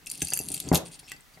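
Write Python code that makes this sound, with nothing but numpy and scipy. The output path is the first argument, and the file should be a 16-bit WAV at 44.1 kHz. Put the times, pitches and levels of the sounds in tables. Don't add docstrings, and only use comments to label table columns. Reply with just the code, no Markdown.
import sys
import numpy as np
from scipy import signal
from scipy.fft import rfft, irfft
from scipy.io import wavfile
from scipy.ndimage import uniform_filter1d

SR = 44100
rng = np.random.default_rng(int(sys.argv[2]) if len(sys.argv) > 2 else 0)


def decibels_to_gain(level_db):
    exponent = np.asarray(level_db, float) / 20
    return 10 ** exponent


def dump(signal):
    limited = np.clip(np.atleast_2d(signal).T, -1, 1)
    pcm = np.round(limited * 32767).astype(np.int16)
    wavfile.write(sys.argv[1], SR, pcm)


N = 61739


def read(points, hz):
    f, value = np.transpose(points)
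    return np.interp(np.log(hz + 1), np.log(f + 1), value)


def evened(x):
    return x / np.sqrt(np.mean(x ** 2) + 1e-20)


def add(mix, s, sound):
    part = mix[round(s * SR):][:len(sound)]
    part += sound[:len(part)]


def filtered(x, order, hz, kind):
    return signal.sosfilt(signal.butter(order, hz, kind, fs=SR, output="sos"), x)


def camera_hiss():
    # pitch_hz, level_db [dB per Hz]
    hiss_curve = [(15, -39), (25, 12.5), (344, -11.5), (405, -8), (451, -6.5), (1700, -4), (1890, -6),
                  (2690, -7), (16000, -16.5)]
    # pitch_hz, likeness [-1 to 1]
    likeness = [(30, 0.27), (300, 0.2), (2000, 0.06), (16000, 0.86)]
    hz = np.fft.rfftfreq(N, 1 / SR)
    left, other = rfft(rng.standard_normal((2, N)))
    same = np.clip(read(likeness, hz), -1, 1)
    right = same * left + np.sqrt(1 - same ** 2) * other
    hiss = irfft(np.array([left, right]) * decibels_to_gain(read(hiss_curve, hz)), N)
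    return decibels_to_gain(-57.7) * evened(hiss)


def camera_motor():
    pitch_hz, ticks_per_s, level_db, t60_s = 2050, 30.3, -59, .05
    t, ticks = np.arange(3000) / SR, np.zeros(N)
    times = np.arange(.011, N / SR, 1 / ticks_per_s)
    for s, draw in zip(times, rng.standard_normal((60, 2))):
        fade = decibels_to_gain(level_db + 0.61 * draw[0] - 60 * t / t60_s)
        add(ticks, s, fade * np.sin(2 * np.pi * pitch_hz * (1 + 0.034 * draw[1]) * t))
    return ticks * decibels_to_gain(np.array([[.1], [-.1]]))


def wood_modes():
    # pitch_hz, level_db, t60_s
    wood = [(79.7, -3.5, 0.21), (174, -6, 0.13), (249, 0.5, 0.034), (298.4, -10.5, 0.052), (405, -6, 0.031),
            (508, -3.5, 0.017), (623.2, -15.5, 0.21), (728, -10, 0.17), (940, -19.5, 0.1),
            (1229, -5, 0.025), (1633, -5, 0.085), (1965, 3.5, 0.049)]
    hz, level, t60 = np.transpose(wood)[:, :, None]
    return hz, level, np.minimum(t60, 80 / hz)


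def rubbing():
    # time_s, level_db
    pressure = [(0, -69.5), (.15, -62), (.3, -60), (.55, -51), (0.612, -60.5), (0.65, -46), (.69, -36.5),
                (.706, -50), (0.739, -31.5), (0.819, -52.5), (0.979, -69), (1.148, -64.5), (1.249, -82.5),
                (1.4, -63)]
    t = np.arange(SR // 3) / SR
    hz, level, t60 = wood_modes()
    lump_db = 2 * evened(uniform_filter1d(rng.standard_normal(N), 500))
    friction = rng.standard_normal(N) * decibels_to_gain(lump_db)
    fade = decibels_to_gain(level - 9.8 * abs(np.log2(hz / 230)) - 90 * t / t60)
    body = (fade * np.sin(2 * np.pi * hz * t)).sum(0)
    rub = signal.fftconvolve(friction, body)[:N]
    return evened(rub) * decibels_to_gain(np.interp(np.arange(N) / SR, *np.transpose(pressure)) + 6.5)


def clink(db, bright_hz, low, draw, contact_s=.0008):
    # pitch_hz, width_hz, level_db
    hook_modes = [(2680, 56, 2), (3116, 296, 9), (4680, 92, 3.5), (5300, 430, 11), (6350, 275, 9.5),
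                  (7610, 590, 15.5), (8327, 323, 11), (9480, 402, 11), (10100, 400, 9.5),
                  (11000, 350, 10.5), (12100, 640, 14.5), (13610, 330, 7.5), (15200, 580, -6)]
    favour_db, favour_oct, scatter_db, far_db = 10, .12, 4, -1.8
    widen, damped_hz, rise_s, first_blow = 1.3, 200, .00025, 4
    t = np.arange(2400) / SR
    hz, width, level = np.transpose(hook_modes)
    level_draw, pitch_draw, grit_draw = draw[:len(hz)], draw[14:14 + len(hz)], draw[28:]

    octaves = np.log2(hz / bright_hz)
    free = np.exp(-(octaves / favour_oct) ** 2)
    level = level + scatter_db * level_draw + favour_db * free + far_db * octaves ** 2
    level = level + .25 * db * (hz > 12500)
    gain = decibels_to_gain(level) * np.where(hz < 6000, 2 * np.clip(low, 0, 2), 1)

    pitch = hz * (1 + 0.0035 * pitch_draw * width / 100)
    loss = widen * width + damped_hz * (1 - free)
    modes = np.exp(-np.pi * loss[:, None] * t) * np.sin(2 * np.pi * pitch[:, None] * t)
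    ring = (1 - np.exp(-t / rise_s)) ** 2 * (gain @ modes)

    contact = np.exp(-t[1:len(grit_draw) + 1] / contact_s)
    grit = grit_draw * abs(grit_draw) * contact
    grit[0] += first_blow
    out = np.convolve(ring, grit)
    return decibels_to_gain(db) * out / abs(out).max()


def hooks():
    # start_s, peak_db, brightest_hz, low_ring_share
    hand_jingle = [(0.0313, -46.5, 2750, 0.8), (0.0608, -28, 8040, 0.3), (0.0672, -25.5, 2740, 1.2),
                   (0.0705, -20.5, 8980, 0.47), (0.074, -23, 2730, 0.1), (.0785, -38, 8850, 0.1),
                   (0.0954, -26.5, 6400, 0.5), (0.0998, -15.5, 10900, 0.9), (0.1138, -15.5, 10600, 1),
                   (0.1177, -15, 9450, 0.3), (0.13, -29, 9500, .3), (0.1372, -27, 10400, 0.7),
                   (0.1487, -27, 8350, 0.5), (0.154, -24.5, 9100, 0.8), (0.1645, -37, 9300, 0.7),
                   (.1745, -32, 9350, 0), (.177, -27, 7500, .3), (0.1825, -30, 9200, 0),
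                   (.1952, -29, 9350, .1), (0.2058, -22, 9350, 0.4), (0.2172, -17, 8550, 0.1),
                   (.2188, -8.5, 6300, 0.47), (0.225, -10.5, 8800, 0.2), (.227, -17, 10100, .1),
                   (.2355, -26, 6400, 0.4), (0.2468, -17, 8850, 0.2), (.2495, -15.5, 11900, 0),
                   (0.2708, -18.5, 8800, 1), (0.2843, -19, 10200, 0.5), (0.2875, -30, 2680, 0.4),
                   (0.3035, -13.5, 9600, 0.3), (0.321, -22.5, 4680, 0.3), (.3255, -24, 2100, 0.6),
                   (0.335, -3, 11000, 0), (.3355, -13, 6350, .5), (0.3388, -19, 9800, .2),
                     (0.341, -12, 9700, .2), (0.3504, -21, 9750, 0.1), (0.354, -21, 10400, .1),
                     (0.3573, -22, 11000, .1), (0.3642, -15, 9200, 0.1), (0.3738, -20, 4680, 0.8),
                     (0.374, -11.5, 12100, .1), (0.39, -6.5, 11000, 0.1), (0.3895, -26.5, 2680, .5),
                     (0.412, -24, 11000, .1), (0.401, -19, 11900, 0.05), (0.4816, -29, 8400, 0),
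                     (0.4861, -11.5, 10460, 0.43), (0.495, -25, 9420, 0), (0.502, -19.5, 9800, 0.5),
                     (0.5138, -52, 8400, 0.8), (0.5172, -15, 8860, 0.3), (0.5212, -18.5, 9430, 0.3),
                     (0.5259, -16.5, 9550, 0.53), (.534, -32, 9400, 0.26), (0.5399, -16, 9400, 0.8),
                     (0.5435, -10, 10060, 0.52), (0.5458, -19.5, 10100, 1), (0.552, -23, 8400, 0.3),
                     (0.557, -31, 9350, 0.13), (0.559, -24, 9350, 0), (0.5661, -20, 7900, 0.62),
                     (0.577, -20.5, 8300, 0.9), (0.581, -28, 9350, .1), (0.593, -32, 9600, 0),
                     (0.6013, -12, 10100, 1), (0.6039, -23, 10400, 1), (0.677, -30.5, 3280, .5),
                     (0.688, -18, 4680, 0.08)]
    # start_s, peak_db, brightest_hz, low_ring_share [0-1]
    landing = [(0.7277, -21, 8500, 0.2), (0.7462, -4, 11600, 1), (.7495, -13.5, 9700, 0.9),
               (0.753, -7.5, 8700, 0), (0.7558, -5.5, 2920, 0.4), (.7605, -21, 11800, 0.5),
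               (0.7625, -14, 6160, 0.6), (.7675, -28, 11500, 0.1), (.771, -20, 12100, 0.4),
               (0.7742, -13.5, 11570, 0.8), (.7765, -18, 6400, 0.5), (.7805, -29, 12100, 0.5),
               (.7845, -23, 6400, 0.2), (0.9927, -35, 9800, 0.5), (1.0805, -36, 2620, 0.08),
               (1.0964, -30.5, 8800, 0.85), (1.066, -43, 7300, 0.57), (1.125, -35, 2680, 0.6),
               (1.136, -35.5, 2680, 0.65), (1.108, -39, 2660, 1), (1.1177, -18, 5950, 0.68),
               (1.1637, -38, 4730, 0.23), (1.2077, -36.5, 7960, 0.03)]
    clinks, out = hand_jingle + landing, np.zeros(N)
    for (s, db, hz, low), draw in zip(clinks, rng.standard_normal((len(clinks), 200))):
        add(out, s, clink(db, hz, low, draw))
    return out


def rattles():
    # start_s, length_s, slips_per_s, level_db, low_ring_share [0-1], brightest_hz
    drags = [(0.063, 0.49, 270, -37.5, 1, 9100), (0.221, 0.72, 308, -31.5, 0.06, 4680),
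             (0.406, 0.094, 160, -29, 0.28, 10460), (0.471, 0.27, 250, -35, 1, 7870),
             (1.027, 0.07, 400, -49, 0.57, 5300), (.726, 0.055, 420, -18.5, 1, 12100),
             (0.848, 0.044, 240, -35, 0.55, 9030), (0.91, 0.056, 290, -34, 0.78, 8930),
             (0.988, 0.018, 435, -35.5, 1, 10300), (1.072, 0.069, 207, -37.5, 0.33, 2890),
             (1.333, 0.028, 520, -53, 0.28, 4600)]
    slip_jitter, slip_unlikeness, fast_per_s = .1, .35, 500
    slips, fast_slips = np.zeros((2, N))
    for start, length, rate, db, low, bright_hz in drags:
        draws = rng.standard_normal((60, 202))
        draws[:, :28] *= slip_unlikeness
        times = np.cumsum(np.exp(slip_jitter * draws[:, 200])) / rate
        layer = fast_slips if rate > fast_per_s else slips
        for s, draw in zip(times[times < length], draws):
            swell = np.sin(np.pi * (s / length) ** .7) ** .6
            slip = clink(db + 2 * draw[201], bright_hz, low, draw[:200], contact_s=.00025)
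            add(layer, start + s, swell * slip)
    return filtered(slips, 4, 11000, "low") + fast_slips


def thuds():
    # start_s, peak_db, knock_hz
    blows = [(0.2188, -30.5, 1910), (0.2207, -21.5, 193), (.321, -30, 2440), (.324, -28, 740),
             (0.37, -30.5, 1610), (.402, -26, 258), (0.505, -32, 260), (0.7161, -4, 320),
             (0.7272, -12.5, 197), (1.1175, -29, 1420), (1.03, -42, 600), (1.374, -40, 815)]
    t = np.arange(SR // 3) / SR
    hz, level, t60 = wood_modes()
    out = np.zeros(N)
    draws = rng.standard_normal((len(blows), 4, len(hz), 1))
    for (s, db, knock_hz), draw in zip(blows, draws):
        waves = np.sin(2 * np.pi * hz * t)
        for shift in draw[1:]:
            waves += np.clip(hz / 500, .25, 1) * np.sin(2 * np.pi * hz * (1 + 0.103 * shift) * t)
        mode_db = level + 1.5 * draw[0] - 3.47 * np.log2(hz / knock_hz) ** 2
        thud = -(decibels_to_gain(mode_db - 60 * t / t60) * waves).sum(0)
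        attack = np.minimum(t * knock_hz / 0.39, 1)
        thud = np.convolve(thud * attack, np.hanning(9))
        add(out, s, decibels_to_gain(db) * thud / abs(thud).max())
    return out


def settling():
    start_s, level_db, t60_s = .722, -20.5, 0.28
    t = np.arange(N) / SR - start_s
    a, b = rng.standard_normal((2, N))
    rumble = evened(filtered([a + 0.58 * b, a - 0.42 * b], 2, [260, 787], "band"))
    return rumble * np.clip(t / 0.017, 0, 1) * decibels_to_gain(level_db - 60 * abs(t) / t60_s)


def room(x):
    # pitch_hz, t60_s
    room_decay = [(200, 0.086), (2000, 0.3), (14000, 0.14)]
    near_db, near_s, far_db = -13, 0.0123, -10
    length = SR // 2
    taps = np.zeros((2, length))
    at = np.arange(40, length - 20, 20)
    shape = (2, len(at))
    np.put_along_axis(taps, at + rng.integers(0, 20, shape), rng.choice([-1., 1.], shape), 1)
    near = taps * np.exp(-np.arange(length) / SR / near_s * 3)
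    hz, t, z = signal.stft(taps, SR, nperseg=256)
    fade = decibels_to_gain(-60 * t / read(room_decay, hz)[:, None])
    far = signal.istft(z * fade, SR, nperseg=256)[1][:, :length]
    tail = decibels_to_gain(near_db) * near / np.linalg.norm(near[0]) + decibels_to_gain(far_db) * far / np.linalg.norm(far[0])
    return signal.fftconvolve(x[None], tail, axes=1)[:, :N]


def scene():
    metal = filtered(decibels_to_gain(-4.5) * hooks() + rattles(), 4, 2040, "high")
    wood = filtered(rubbing() + thuds(), 2, 100.5, "high")
    direct = metal * decibels_to_gain(np.array([[.95], [-.95]])) + wood * decibels_to_gain(np.array([[.7], [-.7]]))
    camera = camera_hiss() + camera_motor()
    return direct + room(metal + 1.236 * wood) + camera + settling()


def low_pass(x):
    return signal.sosfilt(signal.butter(12, 16790, fs=SR, output="sos"), x)


def record(dry):
    mix = signal.oaconvolve(dry, signal.firwin(255, 15900, fs=SR)[None], "same")
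    return low_pass(mix)


dry = scene()
out = record(dry)
dump(out)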